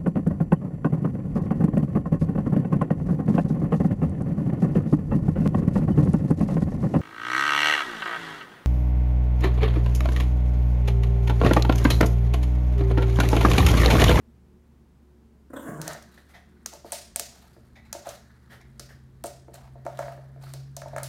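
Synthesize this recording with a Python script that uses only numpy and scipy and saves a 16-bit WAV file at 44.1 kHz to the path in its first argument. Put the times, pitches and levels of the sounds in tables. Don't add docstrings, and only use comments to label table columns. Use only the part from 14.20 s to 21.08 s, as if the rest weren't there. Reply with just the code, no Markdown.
import sys
import numpy as np
from scipy import signal
from scipy.fft import rfft, irfft
from scipy.io import wavfile
from scipy.ndimage import uniform_filter1d

SR = 44100
rng = np.random.default_rng(int(sys.argv[2]) if len(sys.argv) > 2 else 0)


def output_pcm(signal):
    pcm = np.clip(np.atleast_2d(signal).T, -1, 1) * 32767
    wavfile.write(sys.argv[1], SR, np.round(pcm).astype(np.int16))


N = 303408

# (per Hz, relative)
AIR_SPECTRUM = [(15, -45.5), (25, -16.5), (42, -13.5), (65, -4.5), (87, -23.5), (114, 0.5), (232, -11.5),
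                (313, -10), (368, -17), (634, -23), (952, -23), (2900, -36), (15700, -44), (16200, -62)]
# pitch_hz, width_hz, level_db
RUMBLE_MODES = [(47.5, 8.7, -66), (122.4, 3.4, -74.5), (146, 2.6, -74.5), (183, 4.8, -67.5),
                (226.3, 9.9, -62.5), (361.8, 2.8, -69.5), (430, 30, -73.5)]
# start_s, pitch_hz, level_db
DRONE_COURSE = [(3.3, 126, -63.5), (3.6, 123, -62.5), (4.19, 122, -59), (4.5, 130.7, -53.5),
                (5.24, 131.3, -54), (5.61, 130.5, -46.5), (5.92, 133.9, -44.5), (6.12, 134.5, -45.5),
                (6.4, 134.5, -39.5), (6.57, 137.5, -47), (6.88, 132.6, -39)]
# start_s, effort_db, pitch_hz, mouth_db (on the upper resonances),
# shift (factor on their pitch), breath_db (re effort)
GROWL_COURSE = [(1.303, -35, 330.1, -9, 1.13, -36), (1.32, -61, 310.7, -3, 0.81, -24),
                (1.328, -56, 296, 2, 1.7, -19), (1.338, -35.5, 297.6, 3, 0.91, -28),
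                (1.375, -37.5, 255.3, 2, 1.05, -22), (1.42, -42.5, 288.1, 2.5, 0.97, -20),
                (1.49, -27, 255.3, -3.5, 1.14, -27), (1.515, -41, 157.1, 3, 1.185, -18.5),
                (1.63, -40.5, 157.5, 2, 0.93, -24), (1.7, -49, 150, 7, 0.94, -21),
                (1.79, -72, 146, -6, 1.4, -23)]
# pitch_hz, width_hz, level_db; the first two stay when the mouth shuts
THROAT_RESONANCES = [(150, 59, 5), (295, 247, -5.5), (587, 235, -8), (973, 140, -7), (1423, 420, -13.5),
                     (1980, 410, -38)]
# pitch_hz, width_hz, level_db
NOSE_RESONANCES = [(3520, 500, 0), (7470, 1500, 8.5), (8940, 1400, 9), (11000, 1400, 5.5),
                   (13900, 2600, 2.5)]
# pitch_hz, t60_s
ROOM_DECAY = [(300, 0.46), (1000, 0.36), (3000, 0.48), (6000, 0.46), (12000, 0.33)]
# start_s, scuff_db
RUB_COURSE = [(1.6, -58), (1.7, -40.5), (1.85, -64), (2.33, -73), (3.39, -73.5), (3.61, -74.5), (3.76, -64),
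              (5.07, -76.5), (5.67, -72), (5.83, -53), (6.0, -71), (6.61, -74), (6.78, -56), (6.88, -61)]
# pitch_hz, width_hz, level_db
SCUFF_RESONANCES = [(1240, 1300, -4.5), (1810, 760, 0), (3950, 1800, -15)]
# (per Hz, relative)
FIZZ_SPECTRUM = [(710, -35), (1200, -1.5), (2530, -11.5), (4620, -15.5), (11700, -15), (14600, -17.5),
                 (16000, -29), (16500, -24)]
# start_s, level_db, length_s, hum_db (boards under the drag, re level)
SWISH_EVENTS = [(1.703, -55.5, 0.031, 17), (1.894, -63, .12, -37), (2.515, -56.5, 0.048, 3),
                (2.64, -51, 0.12, -24), (3.082, -59.5, 0.24, -2.5), (3.842, -45.5, 0.096, -2.5),
                (5.332, -49.5, 0.031, -24), (5.373, -80, 0.11, 27), (5.648, -67, 0.15, 11.5),
                (5.785, -69, 0.18, 19), (6.209, -51.5, 0.1, -5.5), (6.325, -63, 0.054, -6),
                (6.768, -57.5, 0.052, 16)]
# start_s, level_db, brightest_hz, room_db (sent to the room, re level)
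CLAW_STRIKES = [(1.6147, -21, 6500, 7), (1.6772, -20, 6160, 6.5), (1.731, -29, 7140, 5),
                (1.8237, -38.5, 6150, 6.5), (2.4593, -18.5, 6400, 6.5), (2.535, -32, 6060, 11),
                (2.7195, -15.5, 8940, 14), (2.9587, -11.5, 8760, 5.5), (2.9949, -12.5, 6900, 7),
                (3.7271, -18.5, 6630, 7.5), (3.8681, -38, 6880, 15), (3.8894, -27, 6260, 9),
                (4.413, -49, 5540, -0.5), (4.5949, -25, 4950, 8.5), (5.0382, -25, 8100, 11.5),
                (5.0572, -28, 8300, -4), (5.0649, -29, 8800, 12.5), (5.34, -35.5, 8000, 10.5),
                (5.6503, -45.5, 3400, 15), (5.6635, -40.5, 6100, 13), (5.772, -40, 3000, 0),
                (5.7892, -33, 6600, 13.5), (6.224, -44, 6000, 0), (6.336, -28.5, 4570, 9),
                (6.565, -25, 5960, 9), (6.6152, -39, 4570, 7), (6.6812, -43, 3220, 7),
                (6.762, -34.5, 6800, 12), (6.782, -29.5, 8060, -7), (6.831, -21.5, 11000, 14.5)]
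# (per Hz, relative)
CLAW_SPECTRUM = [(470, -26), (800, -8), (1210, -16), (2230, -15.5), (4890, -15.5), (8870, -4.5),
                 (13500, -15.5), (16500, -26)]
# pitch_hz, gain_db
CLAW_ROOM_COLOUR = [(590, -28.5), (1000, -11.5), (1930, -2.5), (2800, -5), (4700, 1), (7260, -2),
                    (15200, -8.5), (15900, -15), (16500, -42)]
# start_s, level_db, hardness_db (on the upper modes), depth_db (on the lower modes)
PAW_KNOCKS = [(1.679, -31, -12, -20), (1.75, -36.5, -13, -24), (2.459, -49.5, 19, 4),
              (2.536, -39.5, -21, -7), (2.646, -35, -25, 1), (2.726, -28.5, -15, -25),
              (2.962, -35, -28, -40), (2.998, -36, -17, -3.5), (3.365, -48.5, 4.5, 2.5),
              (3.729, -36, 9, -28), (3.75, -31, -1, -7), (3.87, -27.5, -0.5, -13), (4.596, -41, 11, -0.5),
              (5.042, -25.5, 0.5, -6), (5.282, -40, -2, 2), (5.341, -40.5, -27, -12),
              (5.556, -40.5, -36, -6), (5.654, -40.5, 3, 6.5), (5.665, -23, -1, -26),
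              (5.791, -21.5, 2, -18.5), (5.829, -30, 1, -24), (5.882, -31.5, 3, -12), (5.916, -45, -2, -12),
              (5.977, -40.5, 2.5, -2), (6.037, -48, -1.5, -18.5), (6.105, -57, 0.5, -19),
              (6.161, -48, -1, -3), (6.177, -60, 13, -2.5), (6.268, -54, 21.5, -12), (6.338, -40, 4.5, -4),
              (6.569, -35, -4, -18), (6.619, -33.5, 9, -22), (6.659, -30.5, -31, -12),
              (6.733, -29.5, -32, -16), (6.763, -23, 4, -28), (6.782, -36, 19, -14), (6.826, -33, -11, -14)]
# pitch_hz, level_db, t60_s
BOARD_MODES = [(358, 9, 0.032), (452, 3, 0.056), (580, -10.5, 0.13), (626.2, 3.5, 0.058), (681, 7.5, 0.044),
               (742, 13, 0.015), (881, 6, 0.022), (1367, 10, 0.0088), (1620, 17, 0.0045), (2126, -3, 0.012)]
# start_s, level_db, length_s, size (factor on the resonance pitches), hiss_db (re level), rise_s
CLICK_AND_SNORT_EVENTS = [(1.975, -50.5, 0.016, 0.83, -14, 0.0012), (2.085, -58, 0.044, 0.92, -1.5, 0.0088),
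                          (2.135, -47, 0.045, 0.9, -16, 0.009), (3.554, -51.5, 0.039, 0.95, -19, 0.003),
                          (3.648, -58, 0.024, 1.05, -13, .003), (4.294, -43, 0.059, 0.83, -8.5, 0.039),
                          (4.406, -55.5, 0.021, 0.99, -25.5, .002), (4.688, -55, 0.057, 0.83, -8, 0.0036)]
# pitch_hz, width_hz, level_db
SNOUT_RESONANCES = [(764, 420, 10), (2115, 500, 13.5), (3740, 640, 2), (4400, 1800, -6),
                    (6740, 2200, -10.5), (11000, 720, -14), (14200, 450, -14)]

AIR_DB = -62
HUM_HZ, HUM_DB = 70.05, -58.5
DRONE_THROB_DB, DRONE_THROB_SWAY_DB = -60, 3.5
ROUGH = 0.33
THROB_HZ, THROB_DB, THROB_SPREAD_S = 32.2, 7.5, 0.084
NOSE_DRIFT = 0.045
NOSE_SAG, NOSE_SAG_S = 0.17, 0.06
WHISTLE_S, WHISTLE_SPREAD_S, WHISTLE_DB = 1.375, 0.028, 19
RUB_FIZZ_DB = -7.5
SWISH_RISE = 0.34
SWISH_HZ, SWISH_WANDER = 4260, 0.07
SKIMS_PER_S, SKIM_HZ, SKIM_DB, SKIM_SPREAD_DB = 23, 8800, -61.5, 0.5
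EDGE_HZ = 16300


def amp(db):
    return 10 ** (np.asarray(db) / 20)


def evened(x):
    return x / np.sqrt(np.mean(x ** 2) + 1e-20)


def read(points, hz):
    f, value = np.transpose(points)
    return np.interp(np.log(hz + 1), np.log(f + 1), value)


def played(rows):
    s, *columns = np.transpose(rows)
    t = np.arange(N) / SR
    gate = uniform_filter1d(1. * (t > s[0]) * (t <= s[-1]), size=300)
    return gate, *(np.interp(t, s, c) for c in columns)


def resonate(x, hz, width):
    turn = np.exp(2j * np.pi * np.cumsum(hz * np.ones(len(x))) / SR)
    r = np.exp(-np.pi * width / SR)
    return 2 * (turn * signal.lfilter([1 - r], [1, -r], x / turn)).real


def through(x, peaks):
    total = 0
    for k, (hz, width, db) in enumerate(peaks):
        steep = resonate(resonate(x, hz, width), hz, width)
        total = total + (-1) ** k * amp(db) * steep
    return total


def coloured(x, points):
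    hz = np.fft.rfftfreq(len(x), 1 / SR)
    return irfft(rfft(x) * amp(read(points, hz)), len(x))


def slow(hz):
    return evened(signal.lfilter(*signal.butter(2, hz, fs=SR), rng.standard_normal(N)))


def puff(length_s, rise_s):
    t = np.arange(round(4 * length_s * SR)) / SR
    return (1 - np.exp(-t / rise_s)) * np.exp(-(t / length_s) ** 2)


def add(mix, s, sound):
    part = mix[round(s * SR):][:len(sound)]
    part += sound[:len(part)]


def background():
    out = amp(AIR_DB) * evened(coloured(rng.standard_normal(N), AIR_SPECTRUM))
    hum_turns = np.cumsum(HUM_HZ + 1.9 * slow(4.)) / SR
    out = out + amp(HUM_DB) * np.sqrt(2) * np.sin(2 * np.pi * hum_turns)
    for hz, width, db in RUMBLE_MODES:
        out = out + amp(db) * evened(resonate(rng.standard_normal(N), hz, width))
    gate, hz, tone_db = played(DRONE_COURSE)
    tone = np.sqrt(2) * np.sin(2 * np.pi * np.cumsum(hz) / SR) * amp(tone_db + 0.84 * slow(5.3))
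    throb = evened(through(rng.standard_normal(N), [(53.0, 15, 0.13), (78.0, 37.0, -1.6)]))
    throb_level = amp(DRONE_THROB_DB + DRONE_THROB_SWAY_DB * slow(1.6))
    return out + uniform_filter1d(gate, size=9000) * (tone + throb_level * throb)


def growl():
    gate, effort_db, hz, mouth_db, shift, breath_db = played(GROWL_COURSE)
    t = np.arange(N) / SR
    jitter = np.where(hz < 200, .05, .11) * slow(60.)
    turns = np.cumsum(hz * (1 + jitter)) / SR
    folds = sum(np.cos(2 * np.pi * k * turns) for k in range(1, 12)) * amp(3.1 * slow(64.0))
    gust = 0.16 + np.exp(-(turns % 1) / 0.28)
    folds = evened(folds * (1 + .4 * (hz < 200) * np.cos(np.pi * turns)))
    rasp = evened(gust * rng.standard_normal(N))
    low = through((1 - ROUGH) * folds + ROUGH * rasp, THROAT_RESONANCES[:2])
    upper = [(f * shift, w, g) for f, w, g in THROAT_RESONANCES[2:]]
    voice = low + amp(mouth_db) * through((1 - ROUGH) ** 2 * folds + rasp, upper)

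    air = gust * rng.standard_normal(N)
    away = abs(t - GROWL_COURSE[3][0])
    lowest_hz, *lowest_rest = NOSE_RESONANCES[0]
    sinking = (lowest_hz * (1 - NOSE_SAG * np.minimum(away / NOSE_SAG_S, 1)), *lowest_rest)
    bands = []
    for f, w, g in [sinking, *NOSE_RESONANCES[1:]]:
        sway = amp(3.5 * slow(30.))
        bands.append(sway * through(air, [(f * (1 + NOSE_DRIFT * slow(19.0)), w, g)]))
    whistle = amp(WHISTLE_DB * np.exp(-((t - WHISTLE_S) / WHISTLE_SPREAD_S) ** 2))
    breath = evened(whistle * bands[0] + sum(bands[1:]))
    throb_db = THROB_DB * np.exp(-(away / THROB_SPREAD_S) ** 2) * np.cos(2 * np.pi * THROB_HZ * away)
    return gate * amp(effort_db + throb_db) * (evened(voice) + amp(breath_db) * breath)


def room(x):
    taps = np.zeros(SR)
    at = np.arange(200, SR - 20, 12)
    at = at + rng.integers(0, 12, len(at))
    taps[at] = rng.choice([-1., 1.], len(at)) * amp(1.4 * slow(45.)[at])
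    hz, t, z = signal.stft(taps, SR, nperseg=256)
    decay = amp(-60 * t / read(ROOM_DECAY, hz)[:, None])
    tail = signal.istft(z * decay, SR, nperseg=256)[1]
    return signal.fftconvolve(x, tail / np.linalg.norm(tail))[:N]


def towel():
    gate, scuff_db = played(RUB_COURSE)
    flutter_db = np.array([2.5 * slow(40.) for layer in range(3)])
    grains = rng.standard_normal((3, N)) * amp(flutter_db + 2.0 * slow(900.))
    drag, press = np.zeros(N), np.zeros(N)
    for s, db, length_s, hum_db in SWISH_EVENTS:
        add(drag, s, amp(db) * puff(length_s, SWISH_RISE * length_s))
        add(press, s, amp(db + hum_db) * puff(length_s, 0.0026))
    jolts = grains[2] * amp(3 * slow(60.))
    hum = evened(sum(amp(db) * resonate(jolts, hz, 2.3 / t60) for hz, db, t60 in BOARD_MODES[3:7]))
    fizz = evened(coloured(grains[1], FIZZ_SPECTRUM))
    band_hz = SWISH_HZ * np.exp(SWISH_WANDER * slow(4.))
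    fizz = evened(fizz + 2.5 * resonate(fizz, band_hz, 600))
    scuff = gate * amp(scuff_db) * evened(through(grains[0], SCUFF_RESONANCES))
    return scuff + (drag + gate * amp(scuff_db + RUB_FIZZ_DB)) * fizz + press * hum


def skims():
    size = amp(SKIM_DB + SKIM_SPREAD_DB * np.minimum(rng.exponential(1, N), 2))
    size = size * (rng.random(N) < SKIMS_PER_S / SR)
    crack = rng.standard_normal(256) * amp(-60 * np.arange(256) / SR / .004)
    tick = through(crack, [(SKIM_HZ, 3000, 0)])
    return signal.oaconvolve(played(RUB_COURSE)[0] * size, tick / abs(tick).max())[:N]


def claws():
    dry, sent = np.zeros(N), np.zeros(N)
    t = np.arange(512) / SR
    grit = rng.standard_normal((len(CLAW_STRIKES), 3, 512))
    chance = rng.random((len(CLAW_STRIKES), 3, 2))
    for (s, db, hz, room_db), noise, luck in zip(CLAW_STRIKES, grit, chance):
        bright_hz = min(hz, 15000)
        for k in range(3):
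            crack = np.roll(noise[k] * amp(-60 * t / .0035), 64)
            tick = evened(coloured(crack, CLAW_SPECTRUM)) + 1.2 * evened(resonate(crack, bright_hz, 1700))
            at = s + k * (.0012 + .0011 * luck[k, 0])
            claw_db = db + 2 - k * (2 + 5 * luck[k, 1])
            add(dry, at, amp(claw_db) * tick / abs(tick).max())
        blow = 1. * (t == 0)
        add(sent, s + 64 / SR, amp(db + room_db) * (blow + 1.1 * resonate(blow, bright_hz, 1500)))
    return dry, coloured(sent, CLAW_ROOM_COLOUR)


def knocks():
    out = np.zeros(N + 8000)
    t = np.arange(8000) / SR
    hz, mode_db, t60 = np.transpose(BOARD_MODES)[:, :, None]
    place = rng.standard_normal((len(PAW_KNOCKS), len(BOARD_MODES), 1))
    for (s, db, hard_db, deep_db), chance in zip(PAW_KNOCKS, place):
        level_db = mode_db + 2.5 * chance + hard_db * (hz > 1100) + deep_db * (hz < 480)
        ring = (amp(level_db - 60 * t / t60) * np.sin(2 * np.pi * hz * t)).sum(axis=0)
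        soft_onset = 1 - np.exp(-t / 0.0046)
        add(out, s, amp(db - 2.0) * ring * soft_onset)
    return out[:N]


def click_and_snorts():
    out = np.zeros(N)
    noise = rng.standard_normal((len(CLICK_AND_SNORT_EVENTS), 2, SR // 2))
    for (s, db, length_s, size, hiss_db, rise_s), (a, b) in zip(CLICK_AND_SNORT_EVENTS, noise):
        shape = puff(length_s, rise_s)
        burst = evened(through(a, [(hz * size, w, g) for hz, w, g in SNOUT_RESONANCES]))
        burst = burst + amp(hiss_db) * evened(coloured(b, FIZZ_SPECTRUM))
        add(out, s, amp(db) * shape * burst[2000:][:len(shape)])
    return out


def scene():
    voice = growl()
    cloth = towel() + skims()
    ticks, sent = claws()
    paws = knocks()
    bursts = click_and_snorts()
    wet = room(sent + amp(-4.5) * paws + amp(-2.5) * voice + amp(-5.5) * bursts + amp(-10.0) * cloth)
    return (ticks + paws + voice + bursts + cloth + wet + background())[None]


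def record(dry):
    thin = signal.sosfilt(signal.butter(3, 36, "high", fs=SR, output="sos"), dry)
    low_pass = signal.firwin(511, EDGE_HZ, window=("kaiser", 9), fs=SR)
    return signal.oaconvolve(thin, low_pass[None], "same")


dry = scene()
out = record(dry)
output_pcm(out)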